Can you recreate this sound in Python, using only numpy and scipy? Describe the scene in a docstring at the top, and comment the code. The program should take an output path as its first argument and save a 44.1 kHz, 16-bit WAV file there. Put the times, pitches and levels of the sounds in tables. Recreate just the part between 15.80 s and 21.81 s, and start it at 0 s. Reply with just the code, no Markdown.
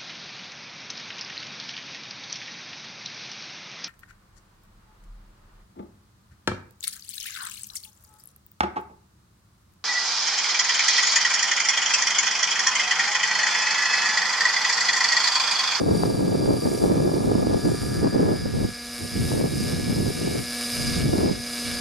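"""An open field, with the microphone close by: a model helicopter hovers, sinks towards the grass, hovers again.
Its two-stroke engine whines as a stack of partials; strong and weak firings rasp and burble through the frame.
The gears sing a tone that warbles once per rotor turn, and the blades hiss as noise.
Gusts of lumpy noise buffet the two microphone ports and drop away, single eddies thump one port or the other,
and a faint, far rumble of air lies behind."""
import sys
import numpy as np
from scipy import signal
from scipy.fft import rfft, irfft, next_fast_len
from scipy.io import wavfile
from scipy.ndimage import map_coordinates

SR = 44100
rng = np.random.default_rng(int(sys.argv[2]) if len(sys.argv) > 2 else 0)


def wav_record(signal):
    """Record a signal, one row per channel, as 16-bit PCM in the file named by sys.argv[1]."""
    frames = np.transpose(np.atleast_2d(signal))
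    bounded = np.clip(frames, -1, 1)
    # unit amplitude maps onto the largest positive 16-bit level
    quanta = np.round(bounded * 32767).astype(np.int16)
    wavfile.write(sys.argv[1], SR, quanta)


N = 264851  # samples


def amp(db):
    """Decibels to gain."""
    return 10 ** (np.asarray(db) / 20)


def unit(x):
    """Scaled to rms 1."""
    return x / np.sqrt(np.mean(x ** 2) + 1e-20)


def along(points, hz):
    """Values at hz, read between (Hz, value) points on a log frequency axis."""
    point_hz, values = np.transpose(points)
    return np.interp(np.log(hz + 1), np.log(point_hz + 1), values)


def curves(rows):
    """One value per sample for each column after the time."""
    seconds, *columns = np.transpose(rows)
    return [np.interp(np.arange(N) / SR, seconds, column) for column in columns]


def wobble(rate):
    """A smooth random curve through rate random knots a second."""
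    coarse = np.arange(0, N, 16)  # every 16th sample is smooth enough
    knots = rng.standard_normal(int(N * rate / SR) + 4)
    return np.interp(np.arange(N), coarse, map_coordinates(knots, [coarse * rate / SR]))


def filtered(x, response):
    """x with its spectrum multiplied by response(Hz), without phase shift."""
    size = next_fast_len(N + SR // 2)
    return irfft(rfft(x, size) * response(np.fft.rfftfreq(size, 1 / SR)), size)[..., :N]


def ringing(x, level):
    """Both channels of x through a causal, minimum-phase filter whose gain in dB is level(Hz)."""
    size = 8192
    cepstrum = irfft(np.log(amp(level(np.fft.rfftfreq(size, 1 / SR)))))
    # folding the cepstrum forward puts all of the ringing after the blow
    cepstrum[1:size // 2] *= 2
    cepstrum[size // 2 + 1:] = 0
    impulse = irfft(np.exp(rfft(cepstrum)))
    return signal.fftconvolve(x, impulse[None], axes=1)[:, :N]


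def stereo(mid, side):
    """Left and right from mid and side."""
    return np.array([mid + side, mid - side])


# Engine speed, which climbs and then holds nearly steady. Each row: time in seconds, firings a second.
ENGINE_SPEED = [(0, 234.8), (1.3, 239.3), (2.15, 239.8), (2.7, 239.2), (3.1, 240.4), (3.4, 240),
                (4.1, 240.8), (4.7, 240.9), (5.15, 240), (6, 240.8)]
# Loudness of the machine as it works, turns and drifts closer. Each row: time in seconds, level in dB.
LOUDNESS_CURVE = [(0.0, -42), (0.06, -43.5), (0.18, -38), (0.38, -42), (1.04, -40), (1.1, -41.5),
                  (1.5, -41), (2.01, -38.5), (2.46, -41.5), (3.23, -37.5), (3.5, -35), (3.63, -39.5),
                  (3.88, -34), (4.2, -37), (4.48, -34), (4.67, -35.5), (4.77, -32.5), (5.18, -29.5),
                  (5.25, -35.5), (5.6, -36), (5.9, -30.5), (6.01, -31.5)]
# Gear whine against the machine's loudness. 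Each row: time in seconds, level in dB.
GEAR_LEVEL = [(0, -1.5), (1.0, -3), (1.2, -4.5), (1.55, -6.5), (1.8, -1.5), (2.6, -3.5), (3.1, -13),
              (3.9, -9), (4.6, -16), (4.95, -4.5), (5.3, -17), (5.5, -3.5), (6, -23)]
GEAR_FLICKER_DB = 1.96
# each part's gain at the usual loudness (dB), and the dB it gains for each dB of loudness
USUAL_DB = -38
WHINE_DB, WHINE_GROWS = -49.5, 0.72
RASP_DB, RASP_GROWS = -40, 0.99  # ahead of the airframe
BURBLE_DB, BURBLE_GROWS = -56, 0.84  # ahead of the airframe
SHAKE_ALOFT, SHAKE_LOW = 1, .2  # rotor shake (0-1) at nearness 0 and 1
# the nasal honk early in the descent: its middle (s), its length (s), its height (dB)
HONK_S, HONK_LENGTH_S, HONK_DB = 2.3, 1, 7


def helicopter():
    """Engine, gears and blades, all tied to one crankshaft that turns once per firing."""
    speed, = curves(ENGINE_SPEED)
    loudness_db, = curves(LOUDNESS_CURVE)
    swell_db = loudness_db - USUAL_DB
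    sink = descent()
    shake = np.clip(SHAKE_ALOFT + (SHAKE_LOW - SHAKE_ALOFT) * sink, 0, 1)
    honk_db = HONK_DB * 2 ** -(2 * (np.arange(N) / SR - HONK_S) / HONK_LENGTH_S) ** 2
    whine_db = WHINE_DB + WHINE_GROWS * swell_db
    rasp_db = RASP_DB + RASP_GROWS * swell_db
    burble_db = BURBLE_DB + BURBLE_GROWS * swell_db
    gear_db = loudness_db + curves(GEAR_LEVEL)[0] + GEAR_FLICKER_DB * wobble(8.1)

    gear_ratio, hunting, ripple = 8.57, .001, .0045  # crank per rotor turn, share of speed, crank turns
    turns = np.cumsum(speed * (1 + hunting * wobble(25))) / SR
    rotor = 2 * np.pi * turns / gear_ratio
    # the load of the blades speeds and slows the crank once per rotor turn
    turns = turns + ripple * (1 + np.sin(rotor))
    firings = np.diff(np.floor(turns), prepend=0)
    strength = firing_strength(turns, memory=.87)

    # the whine gives way a little while the honk stands out
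    whine = amp(whine_db - 0.21 * honk_db) * exhaust(turns, sink, waver_db=0.43, blur=0.11)
    rush = brighten(rasp(turns, firings, strength, uneven_db=3.0))
    drive = amp(burble_db) * burble(firings, strength) + amp(rasp_db) * rush
    engine = honk(whine + airframe(drive, sink), honk_db, centre_hz=1630, width_hz=670)
    teeth = gears(turns, rotor, shake, sink, throb_db=4.2, blur=.55, upper_db=-1)
    return engine + amp(gear_db) * teeth * amp([[-.4], [.4]])  # the gears sit slightly right


# middle (s) and length (s) of the descent, nearness to the ground before and after (0-1)
DESCENT_S, DESCENT_LENGTH_S, NEAR_BEFORE, NEAR_AFTER = 2.57, 1.6, 0.23, 0.85


def descent():
    """Nearness to the ground: the machine hovers, sinks smoothly and hovers again."""
    progress = np.clip((np.arange(N) / SR - DESCENT_S) / DESCENT_LENGTH_S + .5, 0, 1)
    return np.clip(NEAR_BEFORE + (NEAR_AFTER - NEAR_BEFORE) * np.sin(np.pi / 2 * progress) ** 2, 0, 1)


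def firing_strength(turns, memory):
    """Strength of each cycle from -1 (weak) to 1 (strong): a strong burn tends to be followed by a weak one."""
    cycle = turns.astype(int)
    draws = rng.standard_normal(cycle[-1] + 1)
    burns = signal.lfilter([1], [1, np.clip(memory, 0, .95)], draws)
    return np.tanh(unit(burns))[cycle]


# Partials of the exhaust note. Each row: multiple of the firing rate (sounded at the nearest whole one),
# relative level in dB aloft, relative level in dB near the ground.
EXHAUST_NOTE = [(1, -14, 13), (2, -8, -1), (3, 0.5, -5.5), (4, -3, -16.5), (5, 2.5, -10.5), (6, -13.5, -13),
                (7.1, -1, 1.5), (8, -18, -8.5), (9, -13, -2.5), (9.6, -6, -8), (11.1, -18, -7),
                (15, -4, -21), (16, -12, -2), (17, -7, -11.5), (19.9, -4, 3), (21, -33, -10),
                (21.8, -5, -2)]


def exhaust(turns, sink, waver_db, blur):
    """The clean whine, locked to the firings; moving air disturbs the high partials most."""
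    note = np.zeros(N)
    for multiple, aloft_db, low_db in EXHAUST_NOTE:
        harmonic = round(multiple)
        level_db = aloft_db + (low_db - aloft_db) * sink + waver_db * np.sqrt(harmonic) * wobble(12)
        phase = 2 * np.pi * (harmonic * turns + rng.random()) + blur * multiple * wobble(40)
        note += amp(level_db) * np.sqrt(2) * np.cos(phase)
    return note


# Colour of the rasp ahead of the airframe. Each row: frequency in Hz, relative level in dB per Hz.
RASP_COLOUR = [(40, -5), (120, 4.5), (400, 3), (900, -7), (2000, -4), (3100, -1.5), (4500, 2.5), (6000, 3),
               (8000, -1), (9500, 0.5), (11000, -2.5), (12300, -0.5), (13000, -24)]
# Width of the rasp. Each row: frequency in Hz, gain of the side noise in dB.
RASP_SPREAD = [(100, -34), (500, -24), (1500, -75), (2600, -16.5), (4800, -11), (7000, -12), (9500, -12.5),
               (12500, -8)]
# Lean of the rasp. 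Each row: frequency in Hz, extra gain of left over right in dB.
RASP_LEAN = [(1000, -.3), (5000, -1.2), (8000, 0.5), (12000, 1.5)]


def rasp(turns, firings, strength, uneven_db):
    """Each firing cracks and puffs, over the hiss of the blades."""
    puff_decay, crack, hiss = .33, .3, 1.05  # part of a crank turn, then two gains
    size = amp(uneven_db * strength)
    cracks = unit(firings * size * (strength + rng.standard_normal(N)))
    puffs = unit(size * np.exp(-(turns % 1) / puff_decay))
    mid, side = puffs * rng.standard_normal((2, N)) + hiss * rng.standard_normal((2, N))
    # the cracks have little bass and sit in the middle; the rush is wider
    mid = mid + crack * filtered(cracks, lambda hz: hz / (hz + 900))
    side_noise = filtered(side, lambda hz: amp(along(RASP_SPREAD, hz)))
    pair = unit(stereo(mid, side_noise))

    def colour(hz):
        """Gain of left and right."""
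        return amp(along(RASP_COLOUR, hz) + np.outer([.5, -.5], along(RASP_LEAN, hz)))

    return filtered(pair, colour)


# Treble against the rest of the rasp. Each row: time in seconds, gain in dB.
TREBLE_LEVEL = [(0, -3), (1.1, 2), (1.6, -3), (2.05, 1), (2.6, -2), (3.3, 2.5), (4.3, .5), (5.1, 0.5),
                (5.5, -5.5), (6, 0)]
TREBLE_FLICKER_DB, TREBLE_HZ = 1.8, 7500  # how much the treble flickers, and where it begins


def brighten(x):
    """The treble of the rasp comes and goes a little more than the rest."""
    treble = filtered(x, lambda hz: hz ** 4 / (hz ** 4 + TREBLE_HZ ** 4))
    treble_db = curves(TREBLE_LEVEL)[0] + TREBLE_FLICKER_DB * wobble(6)
    return x + (amp(treble_db) - 1) * treble


# Colour of the uneven exhaust pulses. Each row: frequency in Hz, relative level in dB per Hz.
BURBLE_COLOUR = [(170, -30), (350, -4), (600, 0), (900, -5), (1600, 0), (2300, 1), (3100, -5), (4500, -7),
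                 (7000, -25)]


def burble(firings, strength):
    """Strong and weak exhaust pulses in turn sound fuzzy tones halfway between the partials."""
    return unit(filtered(firings * strength, lambda hz: amp(along(BURBLE_COLOUR, hz))))


# Muffler and frame resonances. Each row: centre in Hz, width in Hz, gain in dB aloft, gain in dB near the ground.
FRAME_RESONANCES = [(603, 260, -31, 8.5), (1237, 340, 12.5, 6.5), (1602, 90, 2.5, 10), (1749, 133, 6, 6),
                    (2296, 146, 6.5, 13), (2862, 184, -0.5, 9.5), (3427, 134, 2.5, 8.5), (3756, 260, -1, 6),
                    (4290, 280, 1.5, 6), (4667, 183, 12.5, 4), (5024, 320, 3, 13.5), (5510, 640, 6.5, -8),
                    (5494, 300, -3, 14.5), (6160, 200, -2.5, 4.5), (7090, 200, 8.5, 1.5),
                    (8610, 330, 8, 4.5), (9530, 485, 9, 8.5), (10220, 300, 6.5, 7.5), (10900, 170, 8, 1.5),
                    (12830, 300, -7, 17.5)]


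def airframe(x, sink):
    """x through the resonances, whose balance shifts as the machine sinks."""
    def body(hz, low):
        """Gain in dB aloft (low = 0) or near the ground (low = 1)."""
        return sum((aloft_db + (low_db - aloft_db) * low) * 2 ** -(2 * (hz - centre) / width) ** 2
                   for centre, width, aloft_db, low_db in FRAME_RESONANCES)

    aloft = ringing(x, lambda hz: body(hz, 0))
    near_ground = ringing(x, lambda hz: body(hz, 1.0))
    return (1 - sink) * aloft + sink * near_ground


def honk(x, boost_db, centre_hz, width_hz):
    """On the way down the note turns nasal: one band of it stands out."""
    band = filtered(x, lambda hz: 2 ** -(2 * (hz - centre_hz) / width_hz) ** 2)
    return x + (amp(boost_db) - 1) * band


def gears(turns, rotor, shake, sink, throb_db, blur, upper_db):
    """The teeth mesh twenty times per engine turn; a shaking rotor makes their whine warble."""
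    warble = 1.45 * shake * np.sin(rotor)  # radians
    phase = 2 * np.pi * 20 * turns + warble + blur * np.sqrt(shake) * wobble(130)
    # near the ground a second strand stands out, one firing rate higher
    upper = amp(upper_db + 2.5 * wobble(8)) * sink * np.sin(phase + 2 * np.pi * turns)
    throb = amp(throb_db * shake * np.sin(rotor) + wobble(90))
    return unit(throb * (np.sin(phase) + upper))


# Gusts on the microphone ports. Each row: start of the full blow in seconds, its length in seconds,
# buffet level in dB, flutter level in dB, deep rumble level in dB.
GUST_ROWS = [(0, .77, -29, -27, -42), (0.84, 0.14, -35, -27, -44), (1.013, 0.51, -30, -25.5, -42),
             (1.551, 0.23, -30, -27.5, -40), (1.844, 0.093, -26.5, -27, -38), (2.026, .17, -30, -33, -37.5),
             (2.229, 0.046, -26, -27, -45), (2.339, 0.21, -29.5, -26.5, -45), (2.59, .1, -29.5, -38, -42),
             (2.751, 0.093, -28.5, -32, -34.5), (3.229, 0.014, -38, -34, -41), (3.363, 0.13, -27, -39, -40),
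             (3.501, 0.16, -29, -29.5, -39), (3.714, 0.32, -29.5, -37, -40), (4.077, 0.22, -29, -33, -38),
             (4.368, .22, -33.5, -34, -42), (4.993, 0.23, -33.5, -48, -39),
             (5.178, 0.13, -28, -35.5, -31.5), (5.336, .16, -31.5, -26, -37), (5.536, 0.036, -36, -44, -44),
             (5.863, 0.18, -45, -62, -48)]
# Colours of the wind noise. Each row of the three: frequency in Hz, relative level in dB per Hz.
RUMBLE_COLOUR = [(20, -16), (45, -5.5), (80, 0), (115, -5), (180, -34), (400, -62)]
BUFFET_COLOUR = [(20, -26), (40, -12.5), (70, -7.5), (110, 1.5), (180, 1), (280, -8), (450, -17.5),
                 (900, -73), (2000, -77)]
FLUTTER_COLOUR = [(60, -29), (170, -2.5), (280, 1.5), (420, -3), (600, -11.5), (850, -19.5), (1300, -30),
                  (2500, -45), (6000, -80)]
GUST_ATTACK_S, GUST_RELEASE_S = .028, 0.039  # time constants of a gust's buffeting
FLUTTER_QUICKER = 1.42  # the small eddies come and go this much faster
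EDDY_DB, EDDY_RATE = 1.4, 16  # random swings of the wind (dB, knots a second)


def wind():
    """Each gust rises, holds and drops away: large eddies rumble and buffet the ports, small ones flutter on top."""
    t = np.arange(N) / SR
    rumble, buffet, flutter = np.zeros((3, N))
    for start, length, buffet_db, flutter_db, rumble_db in GUST_ROWS:
        rise = np.maximum(start - t, 0) / GUST_ATTACK_S
        fall = np.maximum(t - start - length, 0) / GUST_RELEASE_S
        shape = np.exp(-np.minimum(rise + fall, 20))
        # where gusts overlap, the stronger one is heard
        rumble = np.maximum(rumble, amp(rumble_db) * shape)
        buffet = np.maximum(buffet, amp(buffet_db) * shape)
        flutter = np.maximum(flutter, amp(flutter_db) * shape ** FLUTTER_QUICKER)
    air = rumble * turbulence(RUMBLE_COLOUR, lump_db=-1, lump_rate=30)
    air += buffet * turbulence(BUFFET_COLOUR, lump_db=1.5, lump_rate=60)
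    air += flutter * turbulence(FLUTTER_COLOUR, lump_db=3.5, lump_rate=170)
    return amp(EDDY_DB * wobble(EDDY_RATE)) * air


# Wind at the two ports. Each row: frequency in Hz, side over mid in dB.
PORT_DIFFERENCE = [(30, -3), (110, -2.5), (250, 0), (500, 5), (800, 8.5), (1500, 5), (3000, 1)]


def turbulence(spectrum, lump_db, lump_rate):
    """Lumpy pressure noise, partly opposed at the two ports."""
    lumps = amp(lump_db * wobble(lump_rate))
    mid, side = filtered(lumps * rng.standard_normal((2, N)), lambda hz: amp(along(spectrum, hz)))
    opposed = filtered(side, lambda hz: amp(along(PORT_DIFFERENCE, hz)))
    return stereo(mid, opposed) / mid.std()


# Eddies that thump a port. Each row: time in seconds, level in dB before the envelope,
# rate in Hz that sets the pitch and the decay, port (1 left, -1 right).
PORT_THUMPS = [(.2354, -5, 800, 1), (.553, -11, 480, -1), (.66, -14, 560, -1), (1.049, -9, 450, 1),
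               (1.553, -9, 280, -1), (1.670, -6, 370, -1), (1.745, -6.5, 420, 1), (1.888, -12, 330, -1),
               (2.231, -12, 280, 1), (2.347, -11, 310, 1), (2.42, -13, 350, -1), (2.773, -13, 170, 1),
               (2.888, -21, 300, -1), (3.518, -13, 500, 1), (3.612, -11, 440, 1), (3.806, -15, 200, -1),
               (4.096, -12, 190, 1), (4.186, -15, 320, 1), (4.278, -13, 220, -1), (5.382, -11, 240, -1),
               (5.443, -10, 280, 1), (5.512, -10, 220, -1)]


def thumps():
    """An eddy hits one port with a steep front and a swing that slows as it dies; the other swings against it."""
    out, t = np.zeros((2, N)), np.arange(SR // 40) / SR
    rise = .0004  # s
    for s, db, hz, port in PORT_THUMPS:
        cycles = 1.8 * np.log1p(hz * t / 1.1)  # fast at first, then ever slower
        envelope = np.exp(-(hz * t / 1.8) ** 2) * (1 - np.exp(-t / rise))
        push = amp(db) * np.sin(2 * np.pi * cycles) * envelope
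        out[:, round((s - rise) * SR):][:, :len(t)] += stereo(.45 * push, .55 * np.sign(port) * push)
    return out


def field():
    """A faint, far rumble of air over the open field, much alike at both ports."""
    colour = [(20, -13), (70, 12.5), (150, -14), (400, -9), (2000, -27)]  # Hz, relative dB per Hz
    mid, side = filtered(rng.standard_normal((2, N)), lambda hz: amp(along(colour, hz)))
    return amp(-55.0) * unit(stereo(mid, amp(-10) * side))


def scene():
    """The helicopter out on the field and the wind at the microphone."""
    return helicopter() + wind() + thumps() + field()


def record(dry):
    """The sound is dull at the very top: nothing is heard above 13150 Hz."""
    return filtered(dry, lambda hz: hz < 13150)


dry = scene()
out = record(dry)
wav_record(out)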